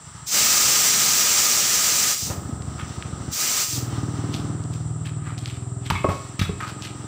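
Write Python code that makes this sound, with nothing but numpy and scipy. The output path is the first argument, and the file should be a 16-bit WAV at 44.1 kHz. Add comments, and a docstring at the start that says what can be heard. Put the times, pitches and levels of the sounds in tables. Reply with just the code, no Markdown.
"""Outdoors at a tyre press, a single-cylinder compressor engine thuds throughout, over noise from a road. While
it ticks over, a man lets air out of a valve in one long blast; turbulent jet noise hisses and roars. Two dull
knocks sound, his shoes crunch on gritty concrete, and a short blast comes as the engine speeds up. He walks on
and treads on a lorry wheel: contact noise cracks, loose steel modes ring and the tyre thumps. The recorder's
gain control turns everything down while the treble is loud, as under the blasts."""
import sys
import numpy as np
from scipy import signal
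from scipy.fft import rfft, irfft, next_fast_len
from scipy.io import wavfile
from scipy.ndimage import uniform_filter1d, minimum_filter1d

SR = 44100
rng = np.random.default_rng(int(sys.argv[2]) if len(sys.argv) > 2 else 0)


def persist_wave(psi):
    """Save psi, clipped to +-1, as 16-bit WAV."""
    counts = np.round(np.clip(psi, -1, 1) * 32767).astype(np.int16)
    wavfile.write(sys.argv[1], SR, np.atleast_2d(counts).T)


N = 311782


def undb(db):
    """Amplitude ratio: 20 dB is a factor of ten."""
    return 10 ** (np.asarray(db) / 20)


def unit(x):
    """Normalisation: scale to rms 1."""
    return x / np.sqrt(np.mean(x ** 2))


def track(rows, column=1):
    """Linear interpolation: one column of a curve against time, sample by sample."""
    rows = np.array(rows)
    return np.interp(np.arange(N) / SR, rows[:, 0], rows[:, column])


def band(x, hz, kind, order=2):
    """Butterworth filtering: a maximally flat pass band."""
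    return signal.sosfilt(signal.butter(order, hz, kind, fs=SR, output="sos"), x)


def noise(points, peaks=()):
    """Spectral shaping: noise of rms 1 with a (Hz, dB) spectrum and narrow (Hz, width Hz, dB) peaks."""
    size = next_fast_len(N)
    f = np.arange(size // 2 + 1) * SR / size + 1  # the 1 Hz offset avoids log(0)
    hz, db = np.transpose(points)
    shape_db = np.interp(np.log(f), np.log(hz), db)
    for centre, width, peak_db in peaks:
        shape_db = shape_db + peak_db / (1 + ((f - centre) / width) ** 2) ** 2
    spectrum = rfft(rng.standard_normal(size)) * undb(shape_db)
    return unit(irfft(spectrum, size)[:N])


def walk(rate):
    """Slow random modulation: levels held for 1 / rate seconds, smoothed twice, of rms near 1."""
    hold = int(SR / rate)
    levels = np.repeat(rng.standard_normal(N // hold + 1), hold)
    smooth = uniform_filter1d(uniform_filter1d(levels, hold), hold)
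    return unit(smooth[:N])


def ring(modes, t):
    """Modal decay: a struck body sounds as a sum of damped sines."""
    out = 0
    for hz, db, t60 in modes:
        out = out + undb(db) * np.sin(2 * np.pi * hz * t) * undb(-60 * t / t60)
    return out


def add(out, s, x):
    """Superposition: mix x into out from time s."""
    i = int(s * SR)
    out[i:i + len(x)] += x[:N - i]


def yard(x, t60=0.43, wet_db=-15, delay=.02):
    """Diffuse reflection: a thin scattered echo from the press and a parked lorry."""
    t = np.arange(SR // 2) / SR
    scatter = band(rng.standard_normal(len(t)), 4100, "lowpass", order=1)
    echo = scatter * np.exp(-np.log(1000) * t / t60) * (t > delay)
    return x + undb(wet_db) * signal.fftconvolve(x, echo / np.linalg.norm(echo))[:N]


def exhaust(pulses, modes, edges_hz):
    """Pipe resonance: gas pulses excite the modes and are rounded by a band-pass; rms 1."""
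    rung = signal.fftconvolve(pulses, ring(modes, np.arange(SR // 2) / SR))[:N]
    return unit(band(rung, edges_hz, "bandpass"))


# Machine resonances met by engine harmonics.
# Each row: harmonic number, resonance in Hz, width in Hz, level in dB at resonance.
HARMONIC_HUM = [(8, 155, 6.7, -33), (14, 280, 6.9, -45), (19, 394, 14, -48.5)]
HUM_BUILD_S = 0.3


def hum(speed, turns):
    """Forced resonance: a harmonic swells as the engine's speed brings it near a resonance."""
    out = np.zeros(N)
    for harmonic, hz, width, db in HARMONIC_HUM:
        nearness = 1 / (1 + (2 * (harmonic * speed - hz) / width) ** 4)
        swell = uniform_filter1d(nearness, int(HUM_BUILD_S * SR))
        out += undb(db) * swell * unit(np.sin(2 * np.pi * harmonic * turns))
    return out


# Engine speed. Each row: time in seconds, firings per second.
FIRING_RATE = [(0.0, 13.44), (0.2, 12.84), (2.3, 13.17), (2.7, 13.45), (3.3, 13.0), (3.65, 21.61),
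               (4.0, 18.93), (4.65, 19.72), (5.25, 19.04), (5.55, 20.62), (6.0, 20.77), (7.07, 21.72)]
# Exhaust level. Each row: time in seconds, boom level in dB, bark level in dB.
EXHAUST_LEVEL = [(0.2, -41.5, -56), (2.35, -28, -36), (2.85, -32.5, -40.5), (3.25, -30.5, -37),
                 (3.85, -28, -36.5), (4.42, -29.5, -34.5), (4.9, -30, -44.5), (5.35, -32.5, -45),
                 (5.8, -31, -46.5), (6.3, -39, -48.5), (6.75, -36.5, -42)]
# Low and high exhaust resonances at tick-over, then at full speed.
# Each row: frequency in Hz, relative level in dB, t60 in seconds.
IDLE_BOOM_MODES = [(82.5, -9, 0.39), (111, 5, 0.088), (147, 2.5, 0.083)]
IDLE_BARK_MODES = [(215, 5, 0.031), (238, -15.5, 0.078)]
FULL_BOOM_MODES = [(97, 20, 0.23), (118.9, 40.5, 0.11), (148, 0.5, 1)]
FULL_BARK_MODES = [(227, 5.5, 0.018), (284.4, 0.5, 0.045), (370, -42, 0.0075)]
# Spectrum of the casing's clatter. 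Each row: frequency in Hz, relative level in dB.
CASING_SPECTRUM = [(300, 5), (500, -3.5), (720, 5.5), (930, -1), (1150, -1.5), (1400, -3), (1900, -12),
                   (3500, -64)]
# the clatter's level at a given bark level, and its dB per dB of bark
CLATTER_DB, AT_BARK_DB, CLATTER_SLOPE = -43, -38, 0.64
PUMP_STROKE_DB = -11  # relative to a firing


def engine(puff=0.76, puff_floor=1.0, stroke_phase=.55, lead_s=0.0053):
    """Periodic excitation: firings ring the exhaust and shake the casing; tick-over adds pump strokes."""
    speed = track(FIRING_RATE)
    turns = np.cumsum(speed) / SR + lead_s * speed  # one turn is one firing cycle
    fired = np.diff(np.floor(turns), prepend=0)
    pumped = np.diff(np.floor(turns + 1 - stroke_phase), prepend=0)
    slow = speed < 15
    strokes = undb(PUMP_STROKE_DB) * pumped * undb(2 * walk(25))
    uneven = (fired + strokes) * undb(1.2 * walk(25))
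    even = fired * undb(.7 * walk(30))
    idle_boom = exhaust(uneven, IDLE_BOOM_MODES, [60, 260])
    full_boom = exhaust(even, FULL_BOOM_MODES, [74, 260])
    idle_bark = exhaust(uneven, IDLE_BARK_MODES, [150, 480])
    full_bark = exhaust(even, FULL_BARK_MODES, [170, 480])
    boom = np.where(slow, idle_boom, full_boom)
    bark = np.where(slow, idle_bark, full_bark)
    # slight turbulence in the pipe makes every beat a little different
    boom = boom + undb(-12) * noise([(30, -40), (70, -2), (120, 0), (200, -8), (400, -40), (1000, -80)])
    bark = bark + undb(-8) * noise([(100, -30), (200, 0), (380, -2), (600, -18), (2000, -60)])
    # the clatter jumps at each firing and decays over the cycle, above a steady floor
    shaking = puff_floor + np.exp(-(turns % 1) / puff)
    clatter = unit(noise(CASING_SPECTRUM + [(12000, -70)]) * shaking)
    boom_db, bark_db = track(EXHAUST_LEVEL, 1), track(EXHAUST_LEVEL, 2)
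    clatter_db = CLATTER_DB + CLATTER_SLOPE * (bark_db - AT_BARK_DB)
    bark = yard(undb(bark_db) * bark, t60=0.22, wet_db=-12.0)
    return undb(boom_db) * boom + bark + undb(clatter_db) * clatter + hum(speed, turns)


# Mean level of the road noise. Each row: time in seconds, level in dB.
ROAD_SWELL = [(0, -47.5), (2.6, -50.5), (2.95, -44), (3.25, -47.5), (4.0, -40.5), (4.95, -54),
              (5.78, -55.5), (6.1, -49), (7.07, -49)]
# Spectrum of the road noise. Each row: frequency in Hz, relative level in dB.
ROAD_SPECTRUM = [(40, 6.5), (150, 17), (450, -23), (900, 9.5), (1250, 6), (2200, 4), (4000, -0.5),
                 (5900, 3.5), (6700, -0.5), (9500, -12), (12000, -25), (14000, -29), (15200, -13)]
# Its narrow ridges and dips. Each row: centre in Hz, width in Hz, change in dB.
ROAD_RIDGES = [(2380, 320, -7), (4860, 350, -2), (6030, 430, 1.5), (6530, 210, -12)]


def road(flicker_db=1.34, wander_db=1.2):
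    """Broadband radiation: tyre noise from beyond the yard swells and fades as its bands wander apart."""
    wash = np.zeros(N)
    for edges in ([20, 1800], [1800, 4200], [4200, 18000]):
        part = band(noise(ROAD_SPECTRUM, ROAD_RIDGES), edges, "bandpass", order=3)
        wash += part * undb(wander_db * walk(6))
    return wash * undb(track(ROAD_SWELL) + flicker_db * walk(20))


# Air blasts. Each row: valve opens in seconds, valve shuts in seconds, initial pressure level in dB.
VALVE_BLASTS = [(0.253, 2.122, 3), (3.301, 3.632, -2)]
# Broad spectrum of the jet. Each row: frequency in Hz, relative level in dB.
JET_SPECTRUM = [(30, -29), (60, -11.5), (110, -7.5), (500, -10.5), (1100, -10), (2500, -5), (3500, -6.5),
                (5800, 0.5), (7600, 0.5), (9000, -7.5), (11500, -15.5), (13900, -15), (14700, 0),
                (15600, -12.5)]
# Narrow peaks that colour the jet. Each row: centre in Hz, width in Hz, change in dB.
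JET_RIDGES = [(4850, 96, 2.5), (5790, 120, 4.5), (6330, 18, 8.5), (7430, 120, 5)]
# the flow grows as a power of the valve's travel, sags with the pressure and dies once the valve shuts
OPEN_S, OPEN_POWER, SAG_DB_PER_S, SHUT_DB_PER_S = 0.092, 2.4, 1.54, 185
# the hose then bleeds out faintly, from a flow relative to full flow
BLEED_DB, BLEED_DB_PER_S = -51, 25
# the roar against the hiss at full flow, and the power of the flow that it follows
ROAR_DB, ROAR_POWER = -10.5, 1.4


def air(flutter_db=.5, split_hz=3000):
    """Turbulent jet noise: hiss follows the valve's flow, and the low roar a higher power of it."""
    hiss = unit(band(noise(JET_SPECTRUM, JET_RIDGES), split_hz, "highpass", order=3))
    roar = unit(band(noise(JET_SPECTRUM, JET_RIDGES), split_hz, "lowpass", order=3))
    out, t = np.zeros(N), np.arange(N) / SR
    for opens, shuts, db in VALVE_BLASTS:
        since_shut = np.maximum(t - shuts, 0)
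        opening = np.clip((t - opens) / OPEN_S, 0, 1) ** OPEN_POWER
        closing = undb(-SHUT_DB_PER_S * since_shut)
        bleed = undb(BLEED_DB - BLEED_DB_PER_S * since_shut)
        flow = opening * (closing + bleed)
        pressure = undb(db - SAG_DB_PER_S * (t - opens))
        out += pressure * (flow * hiss + undb(ROAR_DB) * flow ** ROAR_POWER * roar)
    return out * undb(flutter_db * walk(60))


# Near reflections off the ground and the press. Each row: delay in seconds, level in dB.
NEAR_REFLECTIONS = [(.00496, -17), (.0087, -21), (.0153, -20)]


def reflected(x):
    """Comb filtering: delayed copies interfere with the direct sound and ridge its spectrum."""
    out = x.copy()
    for delay, db in NEAR_REFLECTIONS:
        add(out, delay, undb(db) * x)
    return out


def bump(f, hz, octaves):
    """Contact spectrum: a broad hill around its centre on a logarithmic scale."""
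    return (1 + (np.log2((f + 1) / hz) / octaves) ** 2 / 2) ** -2.


def burst(hz, octaves):
    """Contact noise: one second of random excitation under the hill, rms 1."""
    hill = bump(np.arange(SR // 2 + 1), hz, octaves)
    return unit(irfft(rfft(rng.standard_normal(SR)) * hill, SR))


def click(hz, octaves):
    """Impulse response: one second holding a single hard band-passed tick of peak 1."""
    edges = np.minimum([hz / 2 ** octaves, hz * 2 ** octaves], SR / 2 - 1)
    tick = band(signal.unit_impulse(SR), edges, "bandpass", order=3)
    return tick / np.abs(tick).max()


# Steel and tyre blows. Each row: start in seconds, crack level in dB, crack centre in Hz, crack width
# in octaves, crack t60 in seconds, steel ring level in dB, ring centre in Hz, tyre thump level in dB.
WHEEL_BLOWS = [(2.297, -30, 278, 1.96, 0.31, -73, 425, -40),
               (2.488, -27.5, 248, 0.53, 0.063, -70, 425, -46),
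               (5.901, -17.5, 1910, 1.07, 0.057, -45, 2400, -18),
               (5.908, -8, 1074, 0.18, 0.027, -51, 2370, -28),
               (5.92, -36.5, 2200, 1.1, 0.61, -56, 1250, -16),
               (5.953, -31.5, 1050, 0.17, 0.21, -31.5, 2120, -23),
               (6.044, -7, 400, 0.64, 0.056, -32.5, 1060, -17),
               (6.087, -23.5, 507, 1.17, 0.21, -55, 864, -15),
               (6.393, -20, 2460, 1.03, 0.053, -40.5, 3580, -20),
               (6.414, -28.5, 1860, 1.25, 0.26, -34.5, 3730, -12),
               (6.494, -33, 355, 0.48, 0.042, -25, 430, -15.5)]
# Modes of the loose steel on the rim, then of the tyre.
# Each row: frequency in Hz, relative level in dB, t60 in seconds.
STEEL_MODES = [(403.5, -1, 0.13), (705, -12, 0.31), (980, 2, 0.13), (1100, 9.5, 0.36), (1240, -18, 0.81),
               (2110, -7, 0.62), (2200, 1, 0.56), (2326, -1, 0.2), (2573, -5.5, 0.93), (3000, -14, .25),
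               (3430, -12, 0.18), (3420, 1.5, 0.24), (3820, 2, 0.21), (3770, 4, 0.11), (5900, 3, 0.22)]
TYRE_MODES = [(101, -2, 0.1), (163.5, 2.5, 0.042)]


def clanks(reach_octaves=0.47, click_db=-13, rattle_db=2.5):
    """Modal excitation: each blow cracks, rings the steel modes near one pitch and thumps the tyre."""
    out, ringing, t = np.zeros(N), np.zeros(N), np.arange(SR) / SR
    for s, db, hz, octaves, t60, ring_db, ring_hz, thump_db in WHEEL_BLOWS:
        scrape = burst(hz, octaves) * np.exp(-np.log(1000) * t / t60)
        crack = undb(click_db) * click(hz, octaves) + scrape
        crack = crack * (1 - np.exp(-2 * hz * t))  # a dull contact takes longer to build up
        add(out, s, undb(db) * crack + undb(thump_db) * ring(TYRE_MODES, t))
        steel = np.zeros(SR)
        for mode in STEEL_MODES:
            steel += bump(mode[0], ring_hz, reach_octaves) * ring([mode], t)
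        add(ringing, s, undb(ring_db) * steel)
    # the loose steel chatters on the rim while it rings
    return out + ringing * undb(rattle_db * walk(170))


# Small stones snapping underfoot. Each row: start in seconds, peak level in dB, centre in Hz.
STONE_SNAPS = [(2.622, -27, 3500), (3.025, -17.5, 2150), (4.342, -14, 3570), (4.639, -28, 5000),
               (5.057, -32, 2800), (5.38, -22, 3600), (5.4586, -14.5, 3330), (6.823, -18, 4000)]
# Shoes dragging on grit. Each row: time of the swell's peak in seconds, level in dB, centre in Hz,
# exponential rise time in seconds, t60 in seconds.
SHOE_SCUFFS = [(2.79, -37, 1580, 0.0055, 0.29), (4.341, -36, 3360, 0.011, 0.29),
               (4.739, -43, 3300, 0.0097, 0.095), (5.059, -35, 2430, 0.0051, 0.12),
               (5.275, -42, 1340, 0.028, 0.42), (5.382, -43, 3440, 0.0045, 0.23),
               (5.469, -42.5, 2820, 0.02, 0.57), (5.868, -36.5, 2760, 0.016, .07),
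               (6.119, -44, 3830, .021, .6), (6.605, -33, 1350, .0022, 0.43),
               (6.658, -42.5, 1150, 0.019, 0.21), (6.697, -43, 3420, 0.071, .22),
               (6.848, -36, 2920, 0.019, 0.23)]
SNAP_OCTAVES, SCUFF_OCTAVES = 0.72, 0.92


def steps(grit_db=3.5):
    """Granular friction: soles drag on grit in swells of uneven crunching, and now and then a stone snaps."""
    out, t = np.zeros(N), np.arange(SR) / SR - .5
    for s, db, hz, rise, t60 in SHOE_SCUFFS:
        swell = np.exp(np.minimum(t / rise, -np.log(1000) * t / t60))
        add(out, s - .5, undb(db) * swell * burst(hz, SCUFF_OCTAVES))
    out = out * undb(grit_db * walk(600))
    for s, db, hz in STONE_SNAPS:
        add(out, s, undb(db) * click(hz, SNAP_OCTAVES))
    return out


def scene():
    """Superposition: all sources reach one microphone, heard alike in both channels."""
    mono = engine() + road() + reflected(air()) + yard(clanks() + steps())
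    return np.array([mono, mono])


# target treble level, most it can turn down, averaging time and hold
AIM_DB, RANGE_DB, AVERAGE_S, HOLD_S = -26.5, 20, 0.026, 0.0053


def gain_control(x, sense_hz=3800):
    """Level compression: loud treble turns the whole sound down within a range; gain returns after a hold."""
    average, hold = int(AVERAGE_S * SR), int(HOLD_S * SR)
    power = uniform_filter1d(band(x, sense_hz, "highpass") ** 2, average)
    treble_db = 10 * np.log10(np.abs(power) + 1e-12)
    gain_db = np.clip(AIM_DB - treble_db, -RANGE_DB, 0)
    held_db = minimum_filter1d(gain_db, hold, origin=(hold - 1) // 2)
    return x * undb(uniform_filter1d(held_db, average))


# Resonance and dip of the microphone port. Each row: centre in Hz, width in Hz, change in dB.
PORT_RESONANCES = [(1253, 64, 10), (6550, 52, -26)]
# The microphone's own narrow hiss. Each row: frequency in Hz, relative level in dB.
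HISS_SPECTRUM = [(3000, -45), (6500, -33), (7150, 6.5), (7600, 11), (8500, 5.5), (9200, -9), (10000, -17),
                 (11300, -54)]
TOP_HZ = 15600


def record(dry, hiss_db=-46.5):
    """Transducer response: the port colours, hiss is added, gain is ridden, deep bass and top are cut."""
    heard = dry
    for hz, width, db in PORT_RESONANCES:
        b, a = signal.iirpeak(hz, hz / width, fs=SR)
        heard = heard + (undb(db) - 1) * signal.lfilter(b, a, heard)
    hiss = undb(hiss_db) * noise(HISS_SPECTRUM + [(15000, -56)])
    heard = gain_control(heard + hiss)
    heard = band(heard, 57, "highpass", order=3)
    return signal.sosfilt(signal.ellip(12, .2, 80, TOP_HZ, fs=SR, output="sos"), heard)


dry = scene()
out = record(dry)
persist_wave(out)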